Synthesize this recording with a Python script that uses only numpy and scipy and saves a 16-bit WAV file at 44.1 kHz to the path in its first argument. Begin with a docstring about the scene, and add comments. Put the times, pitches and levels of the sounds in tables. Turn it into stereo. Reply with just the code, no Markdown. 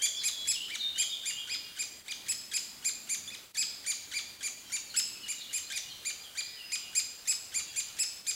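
"""In a wood, a woodpecker chick begs from its nest hole in a tall trunk.
Each sharp chirp is a squeak, then a quick arch of pitch, rich in overtones, as air pressure swells
and drops; a few crack. Trunks and leaves ring after every call. A songbird whistles nearby at first;
later others answer from far off, over faint air, hiss and treetop wind. The level dips a few times."""
import sys
import numpy as np
from scipy import signal
from scipy.fft import rfft, irfft, next_fast_len
from scipy.io import wavfile
from scipy.ndimage import uniform_filter1d

SR = 44100
rng = np.random.default_rng(int(sys.argv[2]) if len(sys.argv) > 2 else 0)


def master(y):
    """Save y as 16-bit WAV."""
    cut = np.clip(np.atleast_2d(y).T, -1, 1)
    pcm = np.round(cut * 32767)  # scale
    wavfile.write(sys.argv[1], SR, pcm.astype(np.int16))


N = 368235

# Chick's chirps. Each row: start in seconds, nominal length in seconds, top pitch in Hz,
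# relative level in dB, brightness in dB, squeak level in dB, crack from 0 to 1.
CHIRPS = [(0.017, 0.052, 2426, -36, 9, -56.5, 0.03), (0.234, .06, 2514, -39, 11, -55, 0.09),
          (0.471, 0.058, 2615, -40, 11.5, -51.5, 0.01), (.702, .062, 2384, -39, 1, -53.5, 1),
          (0.977, 0.06, 2475, -38, 8.5, -51.5, 0), (1.253, 0.063, 2466, -39.5, 7, -55, 0.03),
          (1.492, 0.065, 2514, -37, -1.5, -51.5, 0.09), (1.784, 0.05, 2485, -39, 5, -51.5, 0),
          (2.081, 0.046, 2460, -39, 3.5, -62, 0.68), (2.282, 0.047, 2610, -39.5, 10.5, -54, 0.04),
          (2.534, 0.046, 2557, -37.5, 10.5, -45.5, 0.14), (2.844, 0.056, 2480, -39.5, 9.5, -55.5, 0),
          (3.09, 0.067, 2433, -41, 9.5, -59, 0.01), (3.301, .055, 2540, -43, -1, -64, 1),
          (3.566, 0.069, 2562, -36, 5.5, -46.5, 0.02), (3.861, 0.066, 2403, -37.5, 8, -55, 0.08),
          (4.133, 0.064, 2409, -35.5, 2, -47.5, 0.17), (4.427, .055, 2416, -40, 8, -51.5, 0.07),
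          (4.718, 0.055, 2398, -39, 6.5, -56, 0.03), (4.961, 0.043, 2618, -36, 10, -45.5, 0),
          (5.28, 0.052, 2447, -42.5, 9, -57, 0.03), (5.527, .064, 2502, -42, 10.5, -56.5, 0.02),
          (5.72, 0.065, 2480, -38, 7, -45.5, 0.63), (6.048, 0.063, 2426, -39, 4, -62, 0),
          (6.371, 0.044, 2420, -35, -1, -51.5, 0.03), (6.717, 0.045, 2491, -38.5, 6.5, -65, 0.03),
          (6.949, 0.059, 2498, -36.5, 8, -58, 0), (7.272, 0.059, 2573, -38, 9.5, -54, 0),
          (7.539, 0.068, 2433, -39.5, 7.5, -55.5, 0), (7.758, 0.054, 2442, -40.5, 9, -59, 0.04),
          (7.986, 0.057, 2626, -38.5, 10, -54, 0), (8.266, 0.052, 2510, -39, 8, -65, 0)]
# Chick's peep. Each row: start in seconds, length in seconds, pitch in Hz, level in dB.
PEEPS = [(3.276, .02, 3520, -41.5)]
# Throat and open beak. Each row: frequency in Hz, gain in dB.
THROAT_DB = [(1100, -15), (1700, -8.5), (2400, 9), (3200, 3.5), (4100, -5.5), (4800, -6), (5700, 0.5),
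             (6500, 5), (7300, 6.5), (8400, 9), (9800, 13.5), (12000, 10.5), (15500, 2)]
# Air through the throat. Each row: frequency in Hz, relative density in dB.
RASP_DB = [(500, -72), (1200, -4), (2200, 11.5), (3500, 3.5), (5000, 0.5), (7000, 9), (9500, -0.5),
           (12500, -5), (15800, -17)]

# Chick's voice. One entry per harmonic, fundamental first.
HARMONICS_DB = [-3, -1.3, -1, -12, -24.5, -33.5]  # at the top of a usual arch
EFFORT_SHARE = [.7, 1.32, 1.06, 0.95, 0.85, 1]  # dB per dB of effort
BRIGHT_SHARE = [0, 0.13, 1.01, 1.33, 1.26, 1.23]  # dB per dB of brightness
STRAIN_DB_PER_KHZ = [-24, 31, -4, -24, -6, -5]  # higher calls trade fundamental for octave
SLACK_DB = [5, -14, -27, 1.5, 17, 17]  # per unit of pitch sag, as the membranes slacken
FADE_SHARE = [0.11, 1, 0.42, 0.31, 1, 1]  # the fundamental lingers longest
CRACK_LOSS_DB = [2.5, 11.3, 60, 31, 31, 28]  # in a full crack
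FORCED_GAIN_DB = [4.5, 7.5, 9, 11.5, 11, 11]  # on the flanks of a full crack
SQUEAK_HARMONICS_DB = [-1.5, 2, -4.5, -6, -7]  # against the squeak's level

# Near songbird. Each row: start, glide and hold in seconds, first and held pitch in Hz,
# relative level in dB.
SONG_NOTES = [(-.02, 0.095, 0.043, 3050, 3460, -36), (.15, 0.064, 0.075, 5760, 3993, -41.5),
              (.295, .042, 0.085, 3960, 3362, -40), (.51, .064, 0.031, 4210, 2783, -37),
              (.6, 0.049, 0.0092, 2820, 3086, -33), (.778, 0.039, 0.076, 4510, 3668, -32),
              (.935, 0.098, 0.03, 2847, 3313, -35.5), (1.102, 0.047, 0.011, 3850, 3440, -32.5),
              (1.29, .015, 0.044, 2880, 2835, -32.5), (1.345, 0.058, 0.032, 2838, 3290, -38)]
# Thin whistle, two level notes. Each row: as in SONG_NOTES.
THIN_NOTES = [(6.46, 0.031, 0.148, 5020, 5010, -42.5), (6.63, .03, 0.14, 4975, 5005, -41.5)]
# Far birds. Each row: start and length in seconds, first and last pitch in Hz, relative level in dB.
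FAR_SLURS = [(4.638, .14, 5900, 5330, -60), (4.644, .058, 3300, 3070, -57), (4.888, .046, 4700, 3980, -52),
             (5.219, .042, 3100, 2820, -49), (5.223, .037, 4800, 3930, -53), (5.39, .05, 4700, 4040, -51),
             (5.478, .049, 3000, 2790, -51), (5.879, .09, 3200, 3120, -53),
             (5.886, .065, 4600, 3934, -51.5), (6.23, .052, 3700, 3060, -51.5),
             (6.347, .4, 1950, 1975, -63.5), (6.558, .1, 3200, 2730, -51), (6.77, .16, 3100, 2804, -53.5),
             (7.679, .052, 3500, 3270, -54)]
# Warbler deep in the wood. Each row: time in seconds, relative level in dB.
WARBLER_DB = [(4.4, -70), (4.7, -65), (5.299, -51.5), (6, -62), (6.7, -59), (7.1, -74), (7.699, -55),
              (8.2, -73)]

# Decay of the wood's ringing. Each row: frequency in Hz, T60 in seconds.
WOOD_T60_S = [(1200, 0.09), (2400, 0.9), (3300, 1.66), (5100, 0.88), (7500, 0.72), (10000, 0.55),
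              (15000, 1.13)]
# Strength of that ringing. Each row: frequency in Hz, gain in dB.
WOOD_COLOUR_DB = [(1200, 3), (2400, -2.5), (3700, -0.5), (5100, 5.5), (6000, 5), (7500, -2), (10000, -3),
                  (15000, 0)]
# Still air and hiss. Each row: frequency in Hz, relative density in dB.
AIR_COLOUR_DB = [(20, -26), (60, 4), (100, 1.5), (150, -1), (240, -1), (450, 0), (900, -2), (2000, -1.5),
                 (4000, -4), (8000, -5), (12000, -6.5), (15800, -5.5)]
# Stereo likeness of the air. Each row: frequency in Hz, left-right correlation.
AIR_CORRELATION = [(40, 0.99), (120, 0.68), (250, 0.58), (500, 0.14), (1000, 0.39), (2500, 0.99), (5000, 1),
                   (8000, 0.86), (14000, 0.286)]
# Far treetop wind. Each row: time in seconds, relative level in dB.
WIND_DB = [(0, -78), (.7, -71), (1.4, -78), (2.098, -72.5), (3.2, -70.5), (4, -75.5), (4.8, -70.5),
           (5.5, -73), (6, -87), (8.35, -81)]
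# Brief level dips. Each row: centre in seconds, half width in seconds, depth in dB.
DIPS = [(2.034, 0.019, 5.5), (3.49, 0.027, 5), (3.531, 0.012, 17.5), (4.379, 0.015, 3.5),
        (8.235, 0.016, 4.5)]


def chirp(start_s, length_s, top_hz, level_db, bright_db, crack):
    """Pressure swells and drops: pitch arches, sweeping harmonics through the throat's resonances."""
    usual_hz, usual_db = 2500, -39
    attack_db, release_db, leak_db = 26, 55.5, -9.5
    beak_hz, beak_width_hz, beak_db = 7524, 340, 2.5
    rise_s = .495 * length_s
    fall_s = length_s - rise_s
    t = np.arange(-1.03 * rise_s, 1.35 * fall_s, 1 / SR)
    u = t / np.where(t < 0, rise_s, fall_s)  # 0 at the top, -1 and 1 at the feet
    sag = np.where(t < 0, .17 * u ** 2 + .186 * u ** 6, .25 * u ** 2 + .2424 * u ** 4)
    sag = np.minimum(sag, .43 + .0855 * np.tanh(np.maximum(sag - .48, 0) / .13))  # pitch settles
    hz = top_hz * (1 - sag)
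    fade_db = -release_db * np.maximum(u - .76, 0) - attack_db * np.maximum(-u - .68, 0)
    # A cracked voice chokes just before the top and pushes through on the flanks.
    choke = crack * np.exp(-((u + .29) / .52) ** 4)
    forced = crack * np.exp(-((abs(u) - .86) / .19) ** 2)
    strain_khz = (top_hz - usual_hz) / 1000
    levels_db = []
    for i, own_db in enumerate(HARMONICS_DB):
        harmonic_hz = (i + 1) * hz
        top_db = usual_db + own_db + EFFORT_SHARE[i] * (level_db - usual_db)
        top_db += BRIGHT_SHARE[i] * bright_db + STRAIN_DB_PER_KHZ[i] * strain_khz
        flank_db = SLACK_DB[i] * sag + FADE_SHARE[i] * fade_db
        crack_db = FORCED_GAIN_DB[i] * forced - CRACK_LOSS_DB[i] * choke
        tract_db = at_hz(THROAT_DB, harmonic_hz) - at_hz(THROAT_DB, (i + 1) * top_hz)
        tract_db += beak_db * np.exp(-((harmonic_hz - beak_hz) / beak_width_hz) ** 2)
        levels_db.append(top_db + flank_db + crack_db + tract_db)
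    hz = hz * (1 + .0039 * waver(len(t), 77))
    tone = syrinx(hz, levels_db, jitter=.006 + .04 * sag + .015 * choke, flutter_db=1.9 + 5 * sag)
    # Air leaks as the membranes catch and let go.
    leak = .078 + .68 * np.exp(-((u + .8) / .15) ** 2) + .62 * np.exp(-((u - .8) / .2) ** 2)
    breath = leak * noise(len(t), RASP_DB) * signal.windows.tukey(len(t), .06)
    return start_s + rise_s + t[0], tone + gain_of(level_db + bright_db + leak_db) * breath


def squeak(length_s, low_hz, level_db):
    """The membranes start with a puff of air and a rough scoop of pitch."""
    spread, scoop, usual_db = .08, .866, -52
    u = np.linspace(0, 1, round(length_s * SR))
    bottom_hz = low_hz * (1 + spread * rng.standard_normal())
    hz = bottom_hz * (1 + scoop * (u - rng.uniform(.19, .8)) ** 2)
    tone = syrinx(hz, level_db + np.array(SQUEAK_HARMONICS_DB), jitter=.025, flutter_db=2.5)
    puff_db = -51 + .49 * (level_db - usual_db) - 4.4 * u
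    return tone + gain_of(puff_db) * noise(len(u), RASP_DB) * signal.windows.tukey(len(u), .08)


def chick(squeak_s=.02):
    """Begging chirps, each led in by a squeak."""
    out = np.zeros(N)
    for start_s, length_s, top_hz, level_db, bright_db, squeak_db, crack in CHIRPS:
        add(out, start_s - squeak_s, squeak(squeak_s, .63 * top_hz, squeak_db))
        add(out, *chirp(start_s, length_s, top_hz, level_db, bright_db, crack))
    return out


def peep():
    """The chick's voice flips to a high, thin note that scoops up to pitch."""
    out = np.zeros(N)
    for start_s, length_s, pitch_hz, db in PEEPS:
        u = np.linspace(0, 1, round(length_s * SR))
        hz = pitch_hz * (1 - .07 * np.exp(-u / .2))
        add(out, start_s, syrinx(hz, [db, db - 7, db - 12], jitter=.004, flutter_db=1.5))
    return out


def syrinx(hz, levels_db, jitter, flutter_db):
    """A bird's vibrating membranes: unsteady pitch, one trembling level per harmonic."""
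    count = len(hz)
    phase = 2 * np.pi * np.cumsum(hz * (1 + jitter * waver(count, 940))) / SR
    out = np.zeros(count)
    for k, db in enumerate(levels_db, 1):
        out += gain_of(db + flutter_db * waver(count, 255)) * (k * hz < SR / 2) * np.sin(k * phase)
    return np.sqrt(2) * out * signal.windows.tukey(count, .08)


def songbird(notes, edge_s=.033, glide_db=-1.5):
    """Pure whistles: each glides to pitch, swells on arrival and holds."""
    out = np.zeros(N)
    for start_s, glide_s, hold_s, first_hz, held_hz, db in notes:
        t = np.arange(0, glide_s + hold_s, 1 / SR)
        away = np.cos(np.pi / 2 * np.minimum(t / glide_s, 1)) ** 2
        hz = held_hz + (first_hz - held_hz) * away
        envelope = np.minimum(np.minimum(t, t[-1] - t) / edge_s, 1)
        tone = syrinx(hz, [db + glide_db * np.sqrt(away)], jitter=.003, flutter_db=1.3)
        add(out, start_s, envelope * tone)
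    return out


def far_birds():
    """Slurs that glide fast, then level off."""
    out = np.zeros(N)
    for start_s, length_s, first_hz, last_hz, db in FAR_SLURS:
        u = np.linspace(0, 1, round(length_s * SR))
        hz = last_hz + (first_hz - last_hz) * (1 - u) ** 2
        add(out, start_s, syrinx(hz, [db], jitter=.016, flutter_db=3) * np.sin(np.pi * u))
    return out


def warbler(step_s=.07, note_s=.06):
    """A run of short, random slurs."""
    out = np.zeros(N)
    times_s, levels_db = np.transpose(WARBLER_DB)
    starts_s = np.arange(times_s[0], times_s[-1], step_s)
    u = np.linspace(0, 1, round(note_s * SR))
    for start_s, (late, height, glide) in zip(starts_s, rng.random((len(starts_s), 3))):
        hz = (2750 + 1500 * height ** 2) * (1 + .247 * (glide - .6) * u)
        note = syrinx(hz, [np.interp(start_s, times_s, levels_db)], jitter=.0033, flutter_db=7)
        add(out, start_s + .028 * late, note * np.sin(np.pi * u))
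    return out


def wood(sound, gap_s=.005, slot_samples=20):
    """Scatter from trunks and leaves: sparse taps, each band decaying at its own rate."""
    slots = np.arange(round(gap_s * SR), SR - slot_samples, slot_samples)
    taps = np.zeros(SR)
    taps[slots + rng.integers(0, slot_samples, len(slots))] = rng.standard_normal(len(slots))
    hz, t, bands = signal.stft(taps, SR, nperseg=256)
    near_trunks = 1 + .7 * np.exp(-(t / .055) ** 2)
    bands = bands * gain_of(-60 * t / at_hz(WOOD_T60_S, hz)[:, None]) * near_trunks
    norm = np.linalg.norm(signal.istft(bands, SR, nperseg=256)[1])
    tail = signal.istft(bands * gain_of(at_hz(WOOD_COLOUR_DB, hz))[:, None], SR, nperseg=256)[1]
    return signal.fftconvolve(sound, tail / norm)[:N]


def head_turn_echoes(calls, directions=3, turn_s=1.4):
    """As the bird turns its head, other trunks throw its calls back."""
    turns = np.arange(N) / SR / turn_s
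    facing = [np.cos(2 * np.pi * (turns - k / directions)) for k in range(directions)]
    shares = np.maximum(facing, 0)
    return sum(wood(calls * share) for share in shares / np.linalg.norm(shares, axis=0))


def air(level_db=-52, uneven_db=1.55):
    """Faint stir and hiss, gently uneven, partly alike in both ears."""
    frames, hz = N // 256 + 5, np.fft.rfftfreq(1024, 1 / SR)
    left_re, left_im, own_re, own_im, patches = rng.standard_normal((5, frames, len(hz)))
    patches = uniform_filter1d(patches, size=24, axis=0)
    patches = unit_rms(uniform_filter1d(patches, size=8, axis=1))
    correlation = np.clip(at_hz(AIR_CORRELATION, hz), -1, 1)
    left = left_re + 1j * left_im
    right = correlation * left + np.sqrt(1 - correlation ** 2) * (own_re + 1j * own_im)
    bands = np.array([left, right]) * gain_of(at_hz(AIR_COLOUR_DB, hz) + uneven_db * patches)
    pair = signal.istft(bands.transpose(0, 2, 1), nperseg=1024, noverlap=768)[1]
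    return gain_of(level_db) * unit_rms(pair[:, :N])


def treetop_wind():
    """A low murmur of distant wind that comes and goes, partly different in each ear."""
    colour_db = [(60, -44), (150, -15.5), (200, 2.5), (275, -.5), (380, -5.5), (900, -74), (3000, -60)]
    shared = noise(N, colour_db)
    pair = np.array([1.36 * shared + .71 * noise(N, colour_db) for ear in range(2)])
    return pair * gain_of(np.interp(np.arange(N) / SR, *np.transpose(WIND_DB)))


def noise(count, colour_db):
    """Coloured noise, rms about 1."""
    size = next_fast_len(count)
    shape = gain_of(at_hz(colour_db, np.fft.rfftfreq(size, 1 / SR)))
    return unit_rms(irfft(rfft(rng.standard_normal(size)) * shape, size))[:count]


def waver(count, cutoff_hz):
    """Low-passed random drift, rms about 1."""
    size = next_fast_len(max(count, 8192))
    shape = np.exp(-(np.fft.rfftfreq(size, 1 / SR) / cutoff_hz) ** 2)
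    return unit_rms(irfft(rfft(rng.standard_normal(size)) * shape, size))[:count]


def gain_of(db):
    """Decibels to gain."""
    return 10 ** (np.asarray(db) / 20)


def unit_rms(x):
    """Scales to rms 1."""
    return x / np.sqrt(np.mean(x ** 2) + 1e-20)


def at_hz(table, hz):
    """Interpolates on a log-frequency axis."""
    table_hz, values = np.transpose(table)
    return np.interp(np.log(hz + 1), np.log(table_hz + 1), values)


def add(mix, start_s, sound):
    """Mixes a sound in at start_s."""
    start = round(start_s * SR)
    sound = sound[max(-start, 0):]
    part = mix[max(start, 0):][:len(sound)]
    part += sound[:len(part)]


def scene():
    """Birds and their echoes straight ahead; air and wind in stereo."""
    calls, high_peep = chick(), peep()
    song, thin, far = songbird(SONG_NOTES), songbird(THIN_NOTES), far_birds()
    birds = gain_of(-.63) * calls + gain_of(-4) * head_turn_echoes(calls)
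    birds += high_peep + gain_of(-8) * wood(high_peep)
    birds += gain_of(-4) * song + gain_of(-1.5) * wood(song)
    birds += gain_of(-7) * thin + gain_of(-16) * wood(thin)
    birds += gain_of(1) * far + gain_of(.5) * wood(far)
    birds += gain_of(1.5) * wood(warbler())  # so far off that only echoes arrive
    return birds + air() + treetop_wind()


def record(dry):
    """Brief level dips, then a band limit."""
    cutoff_hz = 15850
    t = np.arange(N) / SR
    dip_db = sum(db * np.exp(-((t - centre_s) / width_s) ** 2) for centre_s, width_s, db in DIPS)
    lowpass = signal.firwin(511, cutoff_hz, window=("kaiser", 9), fs=SR)
    return signal.oaconvolve(dry * gain_of(-dip_db), lowpass[None], "same")


dry = scene()
out = record(dry)
master(out)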